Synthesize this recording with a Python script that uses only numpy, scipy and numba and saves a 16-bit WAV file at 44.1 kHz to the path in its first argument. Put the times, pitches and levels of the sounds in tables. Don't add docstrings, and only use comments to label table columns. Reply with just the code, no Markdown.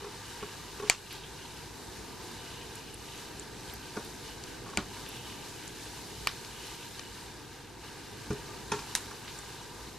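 import sys
import numpy as np
from scipy import signal
from scipy.fft import rfft, irfft
from scipy.io import wavfile
from scipy.ndimage import uniform_filter1d, minimum_filter1d
from numba import njit

SR = 44100
rng = np.random.default_rng(int(sys.argv[2]) if len(sys.argv) > 2 else 0)


def dump(signal):
    limited = np.clip(np.atleast_2d(signal).T, -1, 1)
    pcm = np.round(limited * 32767).astype(np.int16)
    wavfile.write(sys.argv[1], SR, pcm)


N = 440118
T = np.arange(N) / SR
HZ = np.maximum(np.fft.rfftfreq(N, 1 / SR), 1)

# f/Hz, relative level per Hz/dB
FAN_COLOUR = [(13, -55), (22, -38), (30, -31), (42, -2.5), (60, 4.5), (75, -6.5), (102, -3.5), (123, 0.5),
              (172, -4.5), (285, -4.5), (376, -2), (410, -2.5), (495, -7), (563, -16), (700, -12),
              (910, -12), (1540, -120)]
# f/Hz, relative level/dB
MOTOR_HUM = [(50, -71), (58, -79), (100, -59), (150, -65.5), (200, -73.5), (299, -65)]
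# t/s, relative level/dB, splash/dB, thud/dB, pitch struck hardest f/Hz,
# fall below that pitch/dB per octave, fall above it/dB per octave, weakest weighting of a mode/dB,
# share of the free ring time left by the tool resting on the pot, extra ring of the wall/dB
TOOL_BLOWS = [(0.019, -48, -34, -12, 450, 14, 6, -20, .5, 5),
              (0.042, -41, -38, -12, 430, 15, 5, -24, 0.54, 4),
              (0.064, -43.5, -33, -15, 600, 6, 9.9, -25, 0.65, 8.5),
              (0.425, -41, -31, 1, 940, 1.6, 7.2, -20, 0.47, 6),
              (0.777, -47, -28, -8, 460, 18, 5.5, -22, .4, 5),
              (0.797, -38.5, -34, -13, 460, 18, 4.6, -22, 0.4, 4.5),
              (0.822, -41.5, -27, -8, 470, 14, 8, -22, 0.63, 8),
              (0.832, -40, -28, 1, 950, 5, 7, -22, 0.25, 8),
              (0.846, -45, -23, -16, 473, 23, 7.1, -22, 0.52, 5),
              (0.873, -49, -15, -10, 1200, 6.5, 9, -22, 0.35, -3),
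              (3.967, -35.5, -38, 6.5, 385, 11, 5.4, -35, 0.65, 1.5),
              (4.658, -45, -29, 4, 900, 2.7, 8, -22, 0.6, -8),
              (4.676, -48, -26, -2, 350, 5, 3.3, -22, 0.54, -8),
              (4.688, -47, -24, -3, 1000, 3, 6, -22, 0.44, -8),
              (4.732, -43, -28, -5, 1100, 14, 14, -21, 0.26, -5),
              (4.7746, -38, -25, 11, 230, 6, 4, -20, 0.74, -19),
              (4.785, -37.5, -31, 3, 220, 4.5, 5.1, -22, 0.78, -15),
              (8.304, -25.5, -42, -7, 204, 1, 9, -33, 0.87, 2.5),
              (8.717, -32, -23, -2, 1100, 2, 5.2, -13.5, 0.98, 1.5),
              (8.789, -44.5, -20, -10, 1000, 6.1, 2.4, -18, 0.48, -4),
              (8.818, -53, -30, -10, 900, 10, 10, -20, 0.47, -4),
              (9.109, -49, -32, -4, 1530, 5.8, 13, -13, 0.97, 3)]
# f/Hz, relative level/dB, free ring time for a 60 dB fall/s
POT_MODES = [(96, -19, 0.16), (135.5, -7, 0.19), (198, -3, 0.21), (222, 4, 0.066), (281, -17, 0.17),
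             (302, -5, 0.15), (378, -3, 0.15), (415, -1.5, 0.29), (455, -6.5, 0.089), (816, -5, 0.1),
             (895, 3.5, 0.077), (947, 0, 0.13), (1068, 0.5, 0.13), (1104, 2, 0.13), (1355, -0.5, 0.13),
             (1565, -2, 0.06), (1776, 0, 0.062), (2450, 13, 0.026), (3165, 12, 0.025), (4550, -27, 0.0079),
             (5940, 16, 0.037), (7250, 0, 0.014), (9200, 19.5, 0.018), (10000, -2, 0.01)]
# delay t/s, relative level/dB
TOOL_CONTACTS = [(0, -3.5), (.0007, -6.5), (.0024, -4.5), (.013, -20)]
# f/Hz, relative level/dB, time for a 60 dB fall/s
DULL_BODY = [(112.4, -19.5, 0.29), (171, -3.5, 0.049), (210, 5, 0.058), (305, 3.5, 0.05), (588, 0.5, 0.065),
             (714, -2, 0.059), (1217, 6, 0.031), (1434, 8, 0.031)]
# t/s, relative level of main ring/dB, left minus right/dB, splash/dB,
# coarsest splash f/Hz, finest splash f/Hz, low ring f/Hz, low ring/dB, main ring f/Hz,
# companion ring f/Hz, companion ring/dB, tilt of upper rings/dB per octave, sharpness of crack/dB, thump/dB
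WATER_BURSTS = [(0.8981, -7, 3, -37.5, 800, 8100, 780, -8, 2350, 2930, -6, -2, 7, -33),
                (4.7732, -16.5, 2.5, -35.5, 870, 5040, 830, -5.5, 2370, 2700, -4, -3.5, 6.5, -18),
                (6.272, -15.5, 2, -34.5, 1000, 5800, 1160, -1, 2410, 2720, -3.5, 1, -13, -22),
                (8.9518, -20, 0, -29.5, 945, 10000, 930, -8, 1800, 2470, -23, 4.5, -3, -30)]
# f/Hz, relative level/dB, time for a 60 dB fall/s, share in the crack (1 = all)
BURST_UPPER_RINGS = [(4620, -1, 0.0083, 0), (7040, -5, 0.0065, 0.54), (7580, 4.5, 0.0031, 0.66),
                     (8360, -5, 0.0055, 0.69), (9650, -12.5, 0.014, 0.4), (11500, -13, 0.012, 0.23),
                     (13100, -5, 0.0024, 0.27)]
# t/s, relative level/dB, middle pitch f/Hz, spread of pitch f/Hz, left minus right/dB
SPITS_AND_BOUNCE = [(1.108, -34, 3000, 2000, 0), (1.1275, -31, 12100, 2110, 1),
                    (2.755, -29.5, 9300, 5200, -3), (2.9431, -30, 10100, 3100, -1),
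                    (3.3965, -25, 7700, 1500, 1), (3.6984, -33.5, 3500, 700, 2),
                    (3.7383, -29, 13000, 2800, 0), (3.857, -36, 4100, 1200, -1),
                    (4.0489, -34, 10600, 4100, 2), (4.438, -26.5, 6200, 4970, 1), (4.7, -34, 6900, 4000, 0),
                    (5.064, -33, 3020, 1000, 0), (5.0894, -30, 11800, 2400, -1), (5.17, -30, 3630, 2180, 0),
                    (5.678, -28, 8100, 3420, 2), (6.292, -34, 3820, 300, 0), (6.448, -28.5, 3900, 2800, 4),
                    (6.9942, -24, 3670, 4840, 7), (8.3301, -32, 6460, 4500, 0),
                    (8.9592, -19, 9100, 8160, 0), (9.28, -29, 2850, 2980, -2),
                    (9.3893, -28.5, 7400, 2010, -1)]
# t/s, relative level/dB, coarsest bubble f/Hz, finest bubble f/Hz, fade/s
DOUGH_FLURRIES = [(0.404, -61, 1800, 3500, 0.023), (1.108, -54.5, 2300, 4800, .12),
                  (1.235, -61, 2700, 3700, .03), (2.5, -60, 2770, 4000, 0.055),
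                  (5.06, -58, 2600, 4000, 0.19), (6.551, -64, 2700, 3500, .2),
                  (9.282, -60.5, 1500, 4500, 0.033)]
# t/s, fizz level/dB, boil (swell of mid-sized bubbles)/dB, level of the fan roar/dB, treble level/dB
FRYING_AND_FAN_LEVELS = [(0, 1.5, -1, 1, -2), (.3, 1, -1, -1, 1.5), (.75, 0, 0.5, 1, 1),
                         (1.05, 0, 4, 0, -0.5), (1.17, 0.5, -1.5, 1, 3), (1.45, 1.5, 2, 0.5, -1.5),
                         (1.8, 0.5, -2, 0, 4), (2.55, 0.5, 1, 0.5, 0.5), (3.4, 0.5, 0, 0.5, 1),
                         (4.3, 1, -1.5, 1, 2.5), (4.72, 0, -1.5, 2, 1.5), (5.16, 1.5, 2.5, 1, 0),
                         (5.6, 1.5, 2, 0.5, 1), (6.05, 0, -0.5, 1, 5), (6.85, 1, 2.5, 0.5, 0.5),
                         (7.18, 1, 0, 0, 1.5), (7.67, -1.5, -2, -1.5, -0.5), (8.1, 0, 0, 1, 0.5),
                         (8.4, 1, -1, 2, 0.5), (9.0, 1, -1, 0.5, 2.5), (9.98, 0, -3, -1.5, 2.5)]
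# f/Hz, relative level per Hz/dB
FIZZ_COLOUR = [(290, -30), (500, -6), (570, -20), (933, 3), (1050, -5), (1440, -5.5), (1550, -1.5),
               (1950, -5.5), (2810, -5.5), (3340, -7.5), (3810, -3.5), (6700, -9), (12700, -17),
               (14900, -27), (16000, -73)]
# f/Hz, width f/Hz, usual boost/dB
POT_AIR = [(1000, 103, 2.5), (1197, 18, 7.5), (1585, 120, 3), (2944, 113, 4.5), (3600, 100, 0.5)]

PORT_LAG_S = 4e-5
HOB_T60_S, HOB_DB = 0.3, -8
DROPS, DROP_SCATTER_DB = 1500, 1.8
SCATTER, SCATTER_PER_KHZ = 0.0024, 0.0356
WALL_LOW_HZ, WALL_HIGH_HZ = 390, 490
USUAL_POP_HZ, FOLLOW = 2440, 0.63
THUMP_HZ = 420
THUMP_T60_S, LOW_T60_S, MAIN_T60_S, TWIN_T60_S = 0.022, 0.01, 0.011, 0.0096
BLIPS, BLIP_DB, BLIP_PER_BOIL = 1200, -53.5, 1.4
BLIP_HZ, BLIP_SPREAD = 3124, 0.203
BUBBLES = 400000
HOLLOW_WANDER_DB = 1.2
TILT_DB, TILT_PER_BOIL = 1, 1
FIZZ_DB, FAN_DB = -49, -50
TOP, SQUEEZE = 0.4, 0.25
HOLD_S, SLEW_S = 0.197, 0.0059
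TOP_HZ = 15600


def undb(db):
    return 10 ** (np.asarray(db) / 20)


def unit(x):
    return x / np.sqrt(np.mean(x ** 2))


def colour(x, points, extra_db=0):
    hz, db = np.transpose(points)
    gain_db = np.interp(np.log(HZ), np.log(hz), db) + extra_db
    return unit(irfft(rfft(x) * undb(gain_db), N))


def walk(rate):
    k = int(SR / rate)
    steps = np.repeat(rng.standard_normal(N // k + 1), k)
    return 1.495 * uniform_filter1d(uniform_filter1d(steps, k), k)[:N]


@njit
def rings(ring_list, n):
    out = np.zeros((2, n))
    for s, hz, t60, left, right, lag, rise in ring_list:
        p = np.exp((2j * np.pi * hz - np.log(1000) / t60) / SR)
        turn, z, start = np.exp(1j * lag), 1 + 0j, int(s * SR)
        for i in range(start, min(n, start + int(t60 * SR))):
            soft = min(1., (i - start + 1) / (rise * SR + 1))
            out[0, i] += soft * left * (z * turn).imag
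            out[1, i] += soft * right * (z / turn).imag
            z *= p
    return out


def rows(s, hz, t60, db, pan_db, place, rise):
    hz = np.minimum(hz, .45 * SR)
    left, right = undb(db + pan_db / 2), undb(db - pan_db / 2)
    lag = np.pi * hz * PORT_LAG_S * place
    columns = np.broadcast_arrays(s, hz, t60, left, right, lag, rise)
    return np.stack([c.ravel() for c in columns], axis=1)


def fan(level_db):
    mid = colour(rng.standard_normal(N), FAN_COLOUR)
    side = colour(rng.standard_normal(N), FAN_COLOUR, -24.0 / (1 + (HZ / 70) ** 2))
    roar = mid + undb(-8.0) * side * np.array([[1], [-1]])
    hum = 0
    for hz, db in MOTOR_HUM:
        strength = undb(db + 1.5 + walk(2.9))
        pitch = hz * (1 + 0.00568 * walk(6))
        hum = hum + strength * np.sin(2 * np.pi * np.cumsum(pitch) / SR)
    return roar * undb(level_db + 1.0 * walk(2.994)) + hum


def hob(x):
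    t = np.arange(SR // 2) / SR
    envelope = undb(-60 * t / HOB_T60_S) * np.minimum(1, t / 0.0018)
    mid, side = rng.standard_normal((2, len(t))) * envelope
    tail = np.array([mid + 0.075 * side, mid - 0.082 * side])
    return undb(HOB_DB) * signal.fftconvolve(x, tail / np.sqrt(np.sum(mid ** 2)), axes=1)[:, :N]


def splash(s, db, low_hz, high_hz, fade_s):
    late, size, loud, place = rng.random((len(s), DROPS, 4)).transpose(2, 0, 1)
    late = -fade_s * np.log(late + 1e-9)
    hz = low_hz * (high_hz / low_hz) ** size
    scatter_db = -DROP_SCATTER_DB * np.log(loud + 1e-9)
    db = db + 8.8 * np.log10(hz / low_hz) + scatter_db - 4.9 * late / fade_s
    return rows(s + late, hz, 0.0051 + 5.0 / hz, db, 0, 2 * place - 1, 0.52 / hz)


def knocks():
    blows = np.array(TOOL_BLOWS).T[:, :, None]
    s, db, splash_db, thud_db, centre_hz, below_db, above_db, floor_db, share, wall_db = blows
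    hz, mode_db, t60 = np.transpose(POT_MODES)
    octaves = np.log2(hz / centre_hz)
    slope_db = np.where(octaves < 0, below_db, -above_db) * octaves
    wall = (hz > WALL_LOW_HZ) & (hz < WALL_HIGH_HZ)
    weight_db = np.maximum(slope_db, floor_db) + wall_db * wall
    delay, rebound_db = np.transpose(TOOL_CONTACTS)[:, :, None, None]
    chance = rng.standard_normal((len(s), len(TOOL_CONTACTS), len(hz), 3))
    late, loud_db, shift = chance.transpose(3, 1, 0, 2)
    scatter = SCATTER + SCATTER_PER_KHZ * np.clip(hz / 1000 - 1, 0, 3)
    when = s + delay + 0.00019 * abs(late)
    ring_db = db + rebound_db + weight_db + mode_db + loud_db + 3.5
    ring = rows(when, hz * (1 + scatter * shift), t60 * share, ring_db, 0, 0.8, 0.0028)
    body_hz, body_db, body_t60 = np.transpose(DULL_BODY)
    thud = rows(s, body_hz, body_t60, db + thud_db + body_db, 0, .38, 0.0096)
    return np.concatenate([ring, thud, splash(s, db + splash_db, 670.0, 7840.0, 0.046)])


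def pops():
    bursts = np.array(WATER_BURSTS).T[:, :, None]
    s, db, pan_db, splash_db, coarsest_hz, finest_hz = bursts[:6]
    low_hz, low_db, main_hz, twin_hz, twin_db, tilt_db, crack_db, thump_db = bursts[6:]
    upper_hz, upper_db, upper_t60, crack = np.transpose(BURST_UPPER_RINGS)
    upper_hz = upper_hz * (main_hz / USUAL_POP_HZ) ** FOLLOW
    upper_db = upper_db + tilt_db * np.log2(upper_hz / main_hz) + crack_db * crack
    hz = np.hstack([THUMP_HZ + 0 * s, low_hz, main_hz, twin_hz, upper_hz])
    ring_db = np.hstack([thump_db, low_db, 0 * s, twin_db, upper_db])
    t60 = np.r_[THUMP_T60_S, LOW_T60_S, MAIN_T60_S, TWIN_T60_S, upper_t60]
    burst = rows(s, hz, t60, db + ring_db + 2.0, pan_db, 0.51, 0.00025)
    return np.concatenate([burst, splash(s, db + splash_db, coarsest_hz, finest_hz, 0.026)])


def ticks():
    s, db, hz, spread, pan_db = np.array(SPITS_AND_BOUNCE).T[:, :, None]
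    late, place = rng.random((len(s), 9, 2)).transpose(2, 0, 1)
    pitch = hz + spread * np.linspace(-.5, .5, 9)
    return rows(s + .00008 * late, pitch, 0.015, db - 14, pan_db, 2.0 * place - .75, 0.000091)


def flurries():
    s, db, low_hz, high_hz, fade_s = np.array(DOUGH_FLURRIES).T[:, :, None]
    return splash(s, db, low_hz, high_hz, fade_s)


def blips(boil_db):
    when, loud, place = rng.random((BLIPS, 3)).T
    hz = BLIP_HZ * np.exp(BLIP_SPREAD * rng.standard_normal(BLIPS))
    boil_now_db = boil_db[(when * N).astype(int)]
    db = BLIP_DB + BLIP_PER_BOIL * boil_now_db - 3.0 * np.log(loud + 0.054)
    return rows(when * N / SR, hz, 70 / hz, db, .25, 2 * place - 1, 4 / hz)


def fizz(level_db, tilt_db, swell_db):
    when, size, loud, place = rng.random((BUBBLES, 4)).T
    hz = 450 + 15500 * size ** 1.5
    db = 10 * np.log10(hz / 1000) - 1.46 * np.log(loud + 1e-9)
    spread_place = (2 * place - 1) * (1 + 1500 / hz)
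    bubbles = rows(when * N / SR, hz, 0.0029 + 22.2 / hz, db, 0.25, spread_place, 1.76 / hz)
    plain = colour(rings(bubbles, N), FIZZ_COLOUR)
    bed = plain
    for f, width, boost_db in POT_AIR:
        resonance = signal.lfilter(*signal.iirpeak(f, f / width, fs=SR), plain)
        bed = bed + (undb(boost_db + HOLLOW_WANDER_DB * walk(7)) - 1) * resonance
    high = signal.sosfilt(signal.butter(1, 6000, "high", fs=SR, output="sos"), bed)
    middle = signal.sosfilt(signal.butter(1, [2600, 3300], "band", fs=SR, output="sos"), bed)
    tilt_db = tilt_db + 0.5 * walk(14)
    swell_db = swell_db + 1.9 * walk(20)
    surging = bed + (undb(tilt_db) - 1) * high + (undb(swell_db) - 1) * middle
    return surging * undb(level_db + 0.9 * walk(16))


def scene():
    s, *columns = np.transpose(FRYING_AND_FAN_LEVELS)
    level_db, boil_db, fan_db, treble_db = (np.interp(T, s, c) for c in columns)
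    roar = fan(FAN_DB + fan_db)
    blows = rings(knocks(), N)
    blows = blows + hob(blows)
    blows = blows - 0.7 * signal.lfilter(*signal.iirpeak(615, 3.2, fs=SR), blows)
    spits = rings(np.concatenate([pops(), ticks(), flurries(), blips(boil_db)]), N)
    tilt_db = TILT_DB + TILT_PER_BOIL * boil_db + treble_db
    return roar + blows + spits + fizz(FIZZ_DB + level_db, tilt_db, boil_db)


def record(dry):
    hold = int(HOLD_S * SR)
    peak = -minimum_filter1d(-abs(dry).max(axis=0), size=hold, origin=(hold - 1) // 2)
    wanted_db = -SQUEEZE * 20 * np.log10(np.maximum(peak / TOP, 1))
    keep = np.exp(-1 / (SLEW_S * SR))
    cut_db = signal.lfilter([1 - keep], [1, -keep], wanted_db)
    rounded = np.tanh(dry * undb(cut_db))
    steep_cut = signal.ellip(8, .2, 70, TOP_HZ, fs=SR, output="sos")
    return signal.sosfilt(steep_cut, rounded) + .0003


dry = scene()
out = record(dry)
dump(out)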